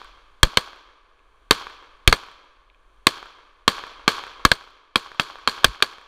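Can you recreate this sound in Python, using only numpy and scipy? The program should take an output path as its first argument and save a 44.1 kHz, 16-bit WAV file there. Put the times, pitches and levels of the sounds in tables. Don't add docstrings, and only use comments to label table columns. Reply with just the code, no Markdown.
import sys
import numpy as np
from scipy import signal
from scipy.fft import rfft, irfft
from scipy.io import wavfile
from scipy.ndimage import uniform_filter1d, minimum_filter1d

SR = 44100
rng = np.random.default_rng(int(sys.argv[2]) if len(sys.argv) > 2 else 0)


def log_audio(samples):
    frames = np.atleast_2d(samples).T
    limited = np.clip(frames, -1, 1)
    pcm = np.round(limited * 32767).astype(np.int16)
    wavfile.write(sys.argv[1], SR, pcm)


N = 267687
LEAD = SR // 2
TOTAL = N + LEAD


def from_db(db):
    return 10 ** (np.asarray(db) / 20)


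def at_hz(table, hz, column=1):
    columns = np.transpose(table)
    return np.interp(np.log(np.maximum(hz, 1)), np.log(columns[0]), columns[column])


def add(track, onset_s, sound):
    start = LEAD + round(onset_s * SR)
    track[start:start + len(sound)] += sound[:TOTAL - start]


def decay(t, t60):
    return np.exp(-np.log(1000) * t / t60)


def butter(x, hz, kind, order=2):
    return signal.sosfilt(signal.butter(order, hz, kind, fs=SR, output="sos"), x)


def coloured(x, spectrum, size=8192):
    hz = np.arange(size // 2 + 1) * SR / size
    cepstrum = irfft(np.log(from_db(at_hz(spectrum, hz))))
    cepstrum[1:size // 2] *= 2
    cepstrum[size // 2 + 1:] = 0
    impulse_response = irfft(np.exp(rfft(cepstrum)))
    return signal.fftconvolve(x, impulse_response)[:len(x)]


def even_noise(count, size=64):
    noise = rng.standard_normal(count)
    return noise / np.sqrt(uniform_filter1d(noise ** 2, size))


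def impacts(hits, spectrum, t60):
    t = np.arange(SR // 20) / SR
    out = np.zeros(TOTAL)
    for onset_s, db in hits:
        add(out, onset_s, from_db(db) * even_noise(len(t)) * decay(t, t60))
    return coloured(out, spectrum)


# f/Hz, level/dB
WIND_SPECTRUM = [(20, -29.5), (42, -29), (70, -47.5), (150, -59.5), (400, -58.5), (1200, -59.5),
                 (3000, -65), (6000, -71.5), (8500, -79.5), (9500, -71.5), (10500, -86), (15000, -85)]

def wind(puff_s=5.690, puff_width_s=0.027, puff_db=-21, puff_hz=44, eddy_db=-9):
    t = (np.arange(TOTAL) - LEAD) / SR - puff_s
    eddies = butter(rng.standard_normal(TOTAL), [50, 110], "band")
    rocking = np.sin(2 * np.pi * puff_hz * t) + from_db(eddy_db) * eddies / eddies.std()
    puff = from_db(puff_db) * rocking * np.exp(-(t / puff_width_s) ** 2)
    return coloured(rng.standard_normal(TOTAL), WIND_SPECTRUM) + puff


# f/Hz, level/dB, T60/s before spreading loss
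TREE_REVERBERATION = [(40, -27.5, 0.67), (100, -30, 3.9), (170, -39, 0.43), (346, -21, 3.5),
                      (467, -23.5, 5.4), (760, -26, 3.1), (1106, -19.5, 3.1), (1920, -23, 2.6),
                      (3170, -23, 1.62), (4500, -19.5, 1.5), (5700, -25.5, 0.49), (9000, -37, 0.62),
                      (14700, -46.5, .75)]

def tree_scatter(onset_s=0.023, spread_s=0.03, spread_power=0.65, grain_db=2.0, bands=22):
    t = np.arange(2 * SR) / SR
    knots = t[::SR // 500]
    grain = from_db(grain_db * np.interp(t, knots, rng.standard_normal(len(knots))))
    noises = rng.standard_normal((2, len(t))) * grain
    edges_hz = np.geomspace(25, 18000, bands + 1)
    tail = np.zeros(len(t))
    for k, (low, high) in enumerate(zip(edges_hz, edges_hz[1:])):
        hz = np.sqrt(low * high)
        db, t60 = at_hz(TREE_REVERBERATION, hz), at_hz(TREE_REVERBERATION, hz, column=2)
        tail += from_db(db) * butter(noises[k % 2], [low, high], "band") * decay(t, t60)
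    build_up = 1 - np.exp(-(t / onset_s) ** 2)
    spreading = (1 + t / spread_s) ** -spread_power
    tail *= build_up * spreading
    out = np.zeros(TOTAL)
    for onset_s, _, _, forest_db, _ in SHOTS:
        add(out, onset_s, from_db(forest_db) * tail)
    return out


# delay/s, level/dB, smear/s
ECHO_PATHS = [(0.041, -25, 0.0021), (0.0918, -34.5, 0.0039), (.1040, -13, 0.0017), (.1160, -19, 0.0014),
              (0.1595, -13, 0.0024), (.1890, -22, 0.011), (0.2362, -28.5, 0.011), (0.317, -30.5, 0.014)]
# f/Hz, level/dB
ECHO_SPECTRUM = [(60, -4.5), (180, -13), (480, 0.5), (800, -1), (1400, 2), (2600, -8), (4500, -14),
                 (8000, -29.5), (15000, -43.5)]

def echoes(front_db=13, rough_db=-7, offset_db=-1, db_per_forest_db=1.4):
    t = np.arange(SR // 25) / SR
    front = from_db(front_db) * (t == 0)
    out = np.zeros(TOTAL)
    for onset_s, _, _, forest_db, _ in SHOTS:
        return_db = offset_db + db_per_forest_db * forest_db
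        for delay_s, path_db, smear_s in ECHO_PATHS:
            slap = front + from_db(rough_db) * even_noise(len(t)) * np.exp(-t / smear_s)
            add(out, onset_s + delay_s, from_db(return_db + path_db) * slap)
    return coloured(out, ECHO_SPECTRUM)


# t/s, level/dB
CASE_LANDINGS = [(1.192, -47), (2.700, -43), (2.746, -48)]
# f/Hz, level/dB
CASE_SPECTRUM = [(500, -11), (1600, -7), (2250, 16), (3300, 6), (5000, -13), (15000, -34)]

def spent_cases():
    return impacts(CASE_LANDINGS, CASE_SPECTRUM, t60=0.0068)


# f/Hz, level/dB
REAR_STOP_SPECTRUM = [(300, -19.5), (1200, -15.5), (2300, -2), (3400, -10.5), (4450, 10), (5500, -6),
                      (9500, -11.5), (15000, -22)]
# f/Hz, level/dB
LOCKING_SPECTRUM = [(500, -28.5), (2000, -9), (4400, 1.5), (6500, -9.5), (8700, -5.5), (11000, -19),
                    (15000, -13)]

def gun_action(back_s=0.0195, shut_s=0.034, reset_s=0.187, ping_hz=8570, ping_t60=0.059):
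    back = [(onset_s + back_s, -19 + 0.83 * bite_db) for onset_s, _, bite_db, *_ in SHOTS]
    shut = [(onset_s + shut_s, -28) for onset_s, *_ in SHOTS]
    reset = [(onset_s + reset_s, -44.5) for onset_s, *_ in SHOTS]
    out = impacts(back, REAR_STOP_SPECTRUM, t60=0.024)
    out += impacts(shut + reset, LOCKING_SPECTRUM, t60=0.035)
    t = np.arange(SR // 8) / SR
    ping = np.sin(2 * np.pi * ping_hz * t) * decay(t, ping_t60)
    for onset_s, crack_db, *_ in SHOTS:
        add(out, onset_s + shut_s, from_db(-47 + 1.2 * crack_db) * ping)
    return out


# f/Hz, level/dB
NEAR_SPECTRUM = [(30, -10.5), (100, 0.5), (170, 5), (270, 4.5), (500, 8), (800, -0.5), (1600, 4),
                 (3200, -4.5), (4500, 2), (6000, -9.5), (10000, -18.5), (15000, -22)]

def near_scatter(body_db=-10, body_t60=0.088, ground_db=-10, ground_s=0.011, ground_t60=0.012):
    t = np.arange(SR // 8) / SR
    body = from_db(body_db) * decay(t, body_t60)
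    ground = from_db(ground_db) * (t > ground_s) * decay(np.abs(t - ground_s), ground_t60)
    envelope = np.hypot(body, ground)
    out = np.zeros(TOTAL)
    for onset_s, crack_db, _, forest_db, _ in SHOTS:
        scatter_db = 0.45 * crack_db + 0.5 * forest_db
        add(out, onset_s, from_db(scatter_db) * envelope * even_noise(len(t)))
    return coloured(out, NEAR_SPECTRUM)


def gas_thumps(swell_s=0.0013, low_cut_hz=22, buffet_db=-15, buffet_hz=(100, 260), buffet_t60=0.11):
    t = np.arange(SR // 6) / SR
    suction = -t ** 3 * np.exp(-t / swell_s)
    swing = butter(suction, low_cut_hz, "high")
    swing /= np.abs(swing).max()
    out = np.zeros(TOTAL)
    for onset_s, *_, thump_db in SHOTS:
        eddies = butter(rng.standard_normal(len(t)), buffet_hz, "band")
        buffet = from_db(buffet_db) * eddies / eddies.std() * decay(t, buffet_t60)
        add(out, onset_s, from_db(thump_db) * (swing + buffet))
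    return out


# t/s, crack/dB, treble bite/dB, forest return/dB, gas thump/dB
SHOTS = [(-.143, -4, -11.5, -7, -22), (.4308, 5.5, 4.5, -1, 1.5), (0.5721, 3.5, 0, -2, -24),
         (1.5093, 1, 2.5, -1, -24.5), (2.0760, 5, 5.5, -3, .5), (2.1264, 5.5, -3.5, -5, -21),
         (3.0688, 1, 3, -1.5, -35.5), (3.6787, 1, 0.5, 0, -32.5), (4.0787, -1.5, -13, 0.5, -41.5),
         (4.4510, 10, -4.5, -1, -6.5), (4.5162, 5, 2.5, -5.5, -18), (4.9577, 1.5, 2, 0, -26),
         (5.1970, -2.5, 0, -2.5, -42), (5.4754, -6.5, -1.5, -2, -37), (5.6442, 6.5, 9, 1.5, -7.5),
         (5.8242, 4.5, 4, 0.5, -33.5)]
# f/Hz, level/dB
BLAST_SPECTRUM = [(30, -15.5), (100, 1), (270, 7.5), (500, 4.5), (800, -3), (1600, 5), (3200, 2), (4300, 6),
                  (6000, -8.5), (10000, -23), (15000, -28.5)]

def muzzle_blasts(shock_db=11, shock_s=0.00014, jet_db=1, jet_hold_s=0.0014, jet_t60=0.014,
                  bite_hz=2600):
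    t = np.arange(SR // 8) / SR
    shock = from_db(shock_db) * (1 - t / shock_s) * np.exp(-t / shock_s)
    jet_envelope = from_db(jet_db) * decay(np.maximum(t - jet_hold_s, 0), jet_t60)
    out = np.zeros(TOTAL)
    for onset_s, crack_db, bite_db, *_ in SHOTS:
        crack = shock + jet_envelope * even_noise(len(t))
        crack += (from_db(bite_db) - 1) * butter(crack, bite_hz, "high", order=1)
        add(out, onset_s, from_db(crack_db) * crack)
    return coloured(out, BLAST_SPECTRUM)


# f/Hz, bandwidth/Hz, gain/dB
HOUSING_RESONANCES = [(1133, 380, 10), (1430, 420, -4), (1615, 350, 5.5), (1938, 190, -7.5), (2340, 520, 3),
                      (2850, 230, -3), (3243, 470, 7.5), (4346, 320, 4), (5190, 740, -8)]

def housing(x):
    for hz, width_hz, db in HOUSING_RESONANCES:
        root_gain = from_db(db / 2)
        damping = np.pi * width_hz / SR
        tuning = -2 * np.cos(2 * np.pi * hz / SR)
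        numerator = [1 + damping * root_gain, tuning, 1 - damping * root_gain]
        denominator = [1 + damping / root_gain, tuning, 1 - damping / root_gain]
        x = signal.lfilter(numerator, denominator, x)
    return x


def scene():
    gun = muzzle_blasts() + gas_thumps() + gun_action() + spent_cases()
    reflections = near_scatter() + tree_scatter() + echoes()
    return housing(gun + reflections + wind())[None, LEAD:]


def smooth(x, time_constant_s):
    pole = np.exp(-1 / (time_constant_s * SR))
    return signal.lfilter([1 - pole], [1, -pole], x)


def gain_control(x, threshold_db=2, slope=0.85, hold_s=0.59, release_db_per_s=17, attack_s=0.004):
    level_db = 10 * np.log10(smooth(x ** 2, time_constant_s=0.0014) + 1e-12)
    cut_db = slope * np.maximum(level_db - threshold_db, 0)
    half_hold = int(hold_s * SR / 2)
    held_db = -minimum_filter1d(-cut_db, 2 * half_hold + 1, origin=half_hold, mode="constant")
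    ramp_db = release_db_per_s * np.arange(N) / SR
    released_db = np.maximum.accumulate(held_db + ramp_db, axis=-1) - ramp_db
    return x * from_db(-smooth(released_db, attack_s))


def record(dry, ceiling=0.91, stopband_hz=16600):
    ducked = gain_control(dry)
    saturated = ducked / (1 + (ducked / ceiling) ** 4) ** (1 / 4)
    return signal.sosfilt(signal.cheby2(14, 90, stopband_hz, fs=SR, output="sos"), saturated)


dry = scene()
out = record(dry)
log_audio(out)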